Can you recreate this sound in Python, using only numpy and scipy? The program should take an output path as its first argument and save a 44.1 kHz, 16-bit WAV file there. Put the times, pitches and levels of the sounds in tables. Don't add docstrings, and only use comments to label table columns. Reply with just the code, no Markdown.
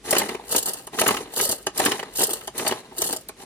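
import sys
import numpy as np
from scipy import signal
from scipy.fft import rfft, irfft, next_fast_len
from scipy.io import wavfile
from scipy.ndimage import map_coordinates

SR = 44100
rng = np.random.default_rng(int(sys.argv[2]) if len(sys.argv) > 2 else 0)


def master_out(mix):
    frames = np.transpose(np.atleast_2d(mix))
    ceiling = np.clip(frames, -1, 1)
    pcm = np.round(ceiling * 32767).astype(np.int16)
    wavfile.write(sys.argv[1], SR, pcm)


N = 152145

# frequency in Hz, relative level in dB.
REEL = [(600, -13), (2300, -31), (2900, -11.5), (3400, -6.5), (4800, -2), (6000, -2), (7500, 0.5),
        (8900, 8), (11000, 0), (12400, 6), (14200, 6), (15300, -22), (16000, -14)]


def pulls():
    # frequency in Hz, relative level in dB.
    churn = [(30, -48), (90, -23), (170, -1.5), (380, 6.5), (560, -3), (800, 3), (1050, -6.5), (1900, -6),
             (3000, -11.5), (4200, -9), (8000, -60)]
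    rasp = [(800, -71), (3000, -3.5), (4800, 7.5), (6200, 9.5), (8000, 8.5), (9500, 16), (11500, 0),
            (13300, 14.5), (14800, -7), (16000, -26)]
    blade_gain = effort(start_db=-9.5, end_db=-10.5, coast_db=-12.5)
    cord_gain = effort(start_db=-9.5, end_db=-13, coast_db=-22)
    food = grains(blade_gain, churn, per_s=540, spread_db=1.0, life=0.51, spots=12)
    cord = grains(cord_gain, rasp, per_s=4500, spread_db=6.5, life=1.0, spots=14)
    return amp(1) * food + amp(-1.5) * cord


def effort(start_db, end_db, coast_db):
    # start, full force, easing and end in seconds, relative level in dB.
    strokes = [(0.048, 0.112, 0.17, 0.35, -30), (0.936, 1.032, 1.117, 1.236, -30),
               (1.754, 1.785, 1.895, 2.01, -30), (2.549, 2.585, 2.65, 2.804, -33.5),
               (3.372, 3.405, 3.67, 3.44, -45)]
    release_s, rise_db_per_s, coast_db_per_s = 0.0046, 1000, 61
    t, gain = np.arange(N) / SR, np.zeros(N)
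    for start, full, ease, end, db in strokes:
        force_db = np.interp(t, [start, full, ease, end, end + release_s],
                             [start_db, 0, 0, end_db, coast_db])
        gain += amp(force_db) * spin([(start, end, db)], rise_db_per_s, coast_db_per_s)
    return gain


def chunks():
    # time in seconds, relative thud and crack levels in dB.
    strikes = [(.128, -13.5, -17.5), (0.149, -25, -20.5), (.165, -18, -17), (.197, -25, -23),
               (.215, -19.5, -24), (.233, -29, -33), (0.290, -27, -25), (0.347, -25, -32),
               (.396, -33.5, -60), (0.548, -19.5, -25), (0.987, -33, -19.5), (1.015, -16, -18.5),
               (1.036, -21.5, -42), (1.063, -19.5, -16.5), (1.086, -18.5, -17), (1.107, -16.5, -20.5),
               (1.142, -29, -25), (1.168, -56, -24.5), (1.205, -28, -39), (1.398, -33, -21),
               (1.798, -13.5, -20), (1.838, -39, -23), (1.860, -18.5, -14.5), (1.868, -22.5, -26),
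               (1.882, -23, -47), (1.917, -30, -19), (1.994, -30, -28), (2.029, -28.5, -30),
               (2.204, -27.5, -31), (2.219, -21.5, -40), (2.411, -47, -39), (2.594, -25.5, -25.5),
               (2.624, -31, -50), (2.666, -22, -19.5), (2.691, -26, -27), (2.71, -23.5, -25),
               (2.721, -20.5, -25), (2.922, -38, -62), (3.021, -25, -34), (3.128, -25, -33)]
    # frequency in Hz, relative level in dB.
    thud = [(40, -70), (120, -21), (230, 1.5), (370, 7.5), (560, 1), (850, 6), (1300, -17.5), (4000, -49)]
    crack = [(200, -11), (700, -7), (1200, -1.5), (1450, -0.5), (1850, 2), (2300, 0.5), (2900, -2.5),
             (3500, -4.5), (4400, -4.5), (6500, -6.5), (10000, -10.5)]
    step_s, step_loss_db = .002, 3.5
    out = np.zeros((2, N))
    for s, thud_db, crack_db in strikes:
        add(out, s, hit(thud_db, thud, life=0.53, attack_s=0.0011))
        for k in range(5):
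            at = s + (k - 1 + rng.uniform(-.5, .5)) * step_s
            step_db = crack_db - 1.5 - abs(k - 2) * step_loss_db
            add(out, at, hit(step_db, crack, life=0.6, attack_s=0.0005))
    return out


def rewinds():
    # start and end in seconds, relative level in dB.
    returns = [(.48, .785, -40), (1.33, 1.585, -41.5), (2.14, 2.43, -41), (2.96, 3.18, -45)]
    surges = [(.517, .588, -28.5), (.66, .70, -32.5), (1.362, 1.47, -30.5), (1.492, 1.528, -31),
              (2.188, 2.247, -25.5), (2.295, 2.345, -32.5), (2.983, 3.135, -32.5)]
    # frequency in Hz, relative level in dB.
    rumble = [(30, -66), (90, -29), (200, -3.5), (380, 0), (540, -3.5), (850, -2), (1050, -10), (1650, -10),
              (2300, -18), (3000, -17), (6000, -15)]
    run = spin(returns, rise_db_per_s=412, fall_db_per_s=220)
    race = spin(surges, rise_db_per_s=1300, fall_db_per_s=918)
    pawl = ratchet(run + amp(3.5) * race)
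    spring = grains((run + race) * clumps(), REEL, per_s=510, spread_db=5, life=0.9, spots=6)
    housing = grains(run + amp(-1) * race, rumble, per_s=800, spread_db=9, life=0.63, spots=6)
    return amp(-10) * pawl + amp(-1.5) * spring + amp(-3) * housing


def ratchet(gain, teeth_per_s=54, scatter_teeth=.12, spread_db=0.83):
    teeth = np.arange(1, int(N / SR * teeth_per_s) - 1)
    timing, strength = rng.standard_normal(size=(400, 2))[teeth].T
    at = (teeth + scatter_teeth * timing) / teeth_per_s * SR
    ticks = np.zeros(N)
    ticks[np.clip(at, 0, N - 1).astype(int)] = amp(spread_db * strength)
    tooth = ring(REEL, life=1.9, attack_s=0.0017)
    return signal.oaconvolve((unit(ticks) * gain)[None], tooth, axes=1)[:, :N]


def clumps(swing_db=0.5, changes_per_s=140):
    at = np.arange(N) / SR * changes_per_s
    return unit(amp(swing_db * map_coordinates(rng.standard_normal(size=1024), [at], mode="mirror")))


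def snaps():
    # time in seconds, relative level in dB.
    catches = [(0.108, -12.5), (0.127, -23), (0.183, -11.5), (.191, -22.5), (0.492, -30), (.512, -24.5),
               (0.523, -17.5), (0.546, -30.5), (.562, -11.5), (0.581, -15), (0.627, -22), (0.658, -19),
               (.684, -21.5), (0.691, -27), (0.734, -24), (0.995, -14.5), (1.0111, -15.5), (1.078, -12),
               (1.108, -25.5), (1.338, -29.5), (1.362, -22), (1.375, -19), (1.389, -21), (1.411, -14.5),
               (1.426, -20), (1.437, -18.5), (1.452, -17.5), (1.491, -16.5), (1.513, -18), (1.520, -18.5),
               (1.776, -18), (1.792, -17.5), (1.85, -15), (1.858, -20), (2.157, -25), (2.17, -21),
               (2.192, -18), (2.215, -15), (2.235, -12.5), (2.269, -21.5), (2.306, -21.5), (2.332, -18),
               (2.579, -20), (2.677, -15), (2.982, -21), (3.018, -14.5), (3.042, -25), (3.059, -27),
               (3.071, -21), (3.089, -26), (3.111, -36), (3.127, -20.5), (3.147, -41), (3.163, -24),
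               (3.209, -42)]
    slip_s, slip_loss_db = 0.0029, 2.5
    out = np.zeros((2, N))
    for s, db in catches:
        for k in range(3):
            at = s + k * slip_s * rng.uniform(.75, 1.5)
            add(out, at, hit(db - 2.5 - k * slip_loss_db, REEL, life=0.96, attack_s=0.00043))
    return out


def clacks():
    # time in seconds, relative tick level in dB, delay in seconds, relative clack level in dB.
    take_ups = [(0.869, -33, 0.0035, -39.5), (1.6646, -28, 0.0034, -23.5), (2.473, -30, 0.004, -32),
                (3.286, -29.5, 0.0067, -38.5)]
    # frequency in Hz, relative level in dB.
    clack = [(200, -8.5), (450, 0), (1600, 0), (2700, -7.5), (6400, -5.5), (8900, 1), (10500, 2),
             (15000, -30)]
    # frequency in Hz, relative level in dB, t60 in seconds.
    modes = [(394, 7.5, 0.032), (654, 2, 0.035), (831, 9, 0.031), (1175, -5, 0.016), (1820, 2, 0.017),
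             (6440, -3, 0.038)]
    out, t = np.zeros((2, N)), np.arange(SR // 8) / SR
    attack = 1 - np.exp(-t / 0.002)
    for s, tick_db, delay, clack_db in take_ups:
        add(out, s, hit(tick_db, REEL, life=1.0, attack_s=0.0021))
        add(out, s + delay, hit(clack_db + 5.5, clack, life=0.96, attack_s=0.001))
        tock = sum(damped_sine(t, hz, db + rng.normal(0, 1.0), t60) for hz, db, t60 in modes)
        add(out, s + delay, amp(clack_db + 2.5) * (tock * attack)[None])
    return out


def bumps(attack_s=0.0046, t60_s=0.049):
    # time in seconds, pitch in Hz, relative level in dB.
    nudges = [(1.416, 404, -23.5), (1.455, 560, -26), (1.491, 668, -23), (2.282, 410, -25),
              (2.308, 333, -25), (2.991, 348, -24.5), (3.106, 310, -27), (3.159, 630, -32.5)]
    out, t = np.zeros((2, N)), np.arange(SR // 8) / SR
    attack = 1 - np.exp(-t / attack_s)
    for s, hz, db in nudges:
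        add(out, s, 2 * (attack * damped_sine(t, hz, db, t60_s))[None])
    return out


def spin(spans, rise_db_per_s, fall_db_per_s):
    t = np.arange(N) / SR
    return sum(amp(db - rise_db_per_s * np.maximum(start - t, 0) - fall_db_per_s * np.maximum(t - end, 0))
               for start, end, db in spans)


def grains(gain, spectrum, per_s, spread_db, life, spots):
    out = np.zeros((2, N))
    for _ in range(spots):
        struck = rng.random(N) < per_s / spots / SR
        strength = amp(spread_db * np.clip(rng.standard_normal(N), -2, 2))
        taps = unit(struck * strength * rng.choice([-1, 1], N)) * gain
        out += signal.oaconvolve(taps[None], ring(spectrum, life, attack_s=0.00018), axes=1)[:, :N]
    return out / np.sqrt(spots)


def hit(db, spectrum, life, attack_s, span_s=.004):
    return amp(db) * np.sqrt(span_s * SR) * ring(spectrum, life, attack_s)


def ring(spectrum, life, attack_s):
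    # frequency in Hz, t60 in seconds before life scales it.
    decay = [(200, 0.073), (500, 0.11), (1400, 0.048), (4000, 0.038), (12000, 0.017)]
    source = noise(spectrum, size=4096, colour_db=spot_db)
    hz, t, bands = signal.stft(source, SR, nperseg=64)
    fade = amp(-60 * t / (life * along(decay, hz)[:, None]))
    x = signal.istft(bands * fade, SR, nperseg=64)[1]
    x = x * (1 - np.exp(-np.arange(x.shape[1]) / SR / attack_s))
    return x / np.sqrt(np.sum(x ** 2) / 2)


def spot_db(hz, depth_db=5, spacing_hz=256.5):
    # centre in Hz, width in Hz, lift in dB.
    body = [(1222, 170, 6), (1605, 30, 11), (1892, 80, 7.5), (3020, 350, 8), (4660, 160, 3.5),
            (7470, 830, 5), (10450, 670, 5.5)]
    ripple = map_coordinates(rng.standard_normal(size=256), [hz / spacing_hz], mode="mirror")
    return depth_db * ripple + sum(db / (1 + (2 * (hz - centre) / width) ** 2) for centre, width, db in body)


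def from_left(x, mono_hz=350):
    # frequency in Hz, left phase lead in radians before it is tapered in the bass.
    lead = [(400, 0.068), (950, 1.36), (1550, 0.14), (2700, 1.88), (5000, 4), (8500, 3.54), (11000, 5.67),
            (13000, 0.63), (16000, 33)]

    def response(hz):
        phase = along(lead, hz) * hz ** 2 / (hz ** 2 + mono_hz ** 2)
        return np.exp(.5j * phase * np.array([[1], [-1]]))
    return filtered(x, response)


def room(x):
    # frequency in Hz, t60 in seconds.
    decay = [(150, 0.066), (1000, 0.16), (5000, 0.15), (14000, 0.055)]
    hz, t, bands = signal.stft(noise([(1, 0)], size=SR // 2), SR, nperseg=256)
    tail = signal.istft(bands * amp(-60 * t / along(decay, hz)[:, None]), SR, nperseg=256)[1]
    return signal.fftconvolve(x, tail / np.linalg.norm(tail[0]), axes=1)[:, :N]


def kitchen():
    # frequency in Hz, relative level in dB.
    hush = [(20, -35), (35, -12), (50, 6), (70, -8.5), (130, -3.5), (400, -3.5), (800, -18.5), (2000, -16),
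            (5000, -19.5), (10000, -25), (16000, -51)]
    return noise(hush, size=N)


def noise(spectrum, size, colour_db=lambda hz: 0):
    # frequency in Hz, correlation of left and right.
    likeness = [(60, 0.92), (250, 1), (700, 0.9), (1500, 0.75), (4000, 0.19), (9000, 0.62)]

    def response(hz):
        turn = np.arccos(np.clip(along(likeness, hz), -1, 1)) / 2
        return amp(along(spectrum, hz) + colour_db(hz)) * [np.cos(turn), np.sin(turn)]
    mid, side = filtered(rng.standard_normal((2, size)), response)
    return unit(np.array([mid + side, mid - side]))


def damped_sine(t, hz, db, t60):
    return amp(db - 60 * t / t60) * np.sin(2 * np.pi * (hz * t + rng.random()))


def amp(db):
    return 10 ** (np.asarray(db) / 20)


def unit(x):
    return x / np.sqrt(np.mean(x ** 2) + 1e-20)


def along(points, hz):
    f, v = np.transpose(points)
    return np.interp(np.log(hz + 1), np.log(f + 1), v)


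def filtered(x, response):
    n = x.shape[-1]
    m = next_fast_len(n + 2048)
    return irfft(rfft(x, m) * response(np.fft.rfftfreq(m, 1 / SR)), m)[..., :n]


def add(track, s, sound):
    part = track[:, max(0, round(s * SR)):][:, :sound.shape[1]]
    part += sound[:, :part.shape[1]]


def scene():
    low_cut_hz = 88.5
    chopper = pulls() + chunks() + rewinds() + bumps() + snaps() + clacks()
    chopper = signal.sosfilt(signal.butter(2, low_cut_hz, "high", fs=SR, output="sos"), chopper)
    chopper = from_left(chopper)
    return chopper + amp(-10.5) * room(chopper) + amp(-52) * kitchen()


def record(dry):
    return filtered(dry, lambda hz: hz < 15900)


dry = scene()
out = record(dry)
master_out(out)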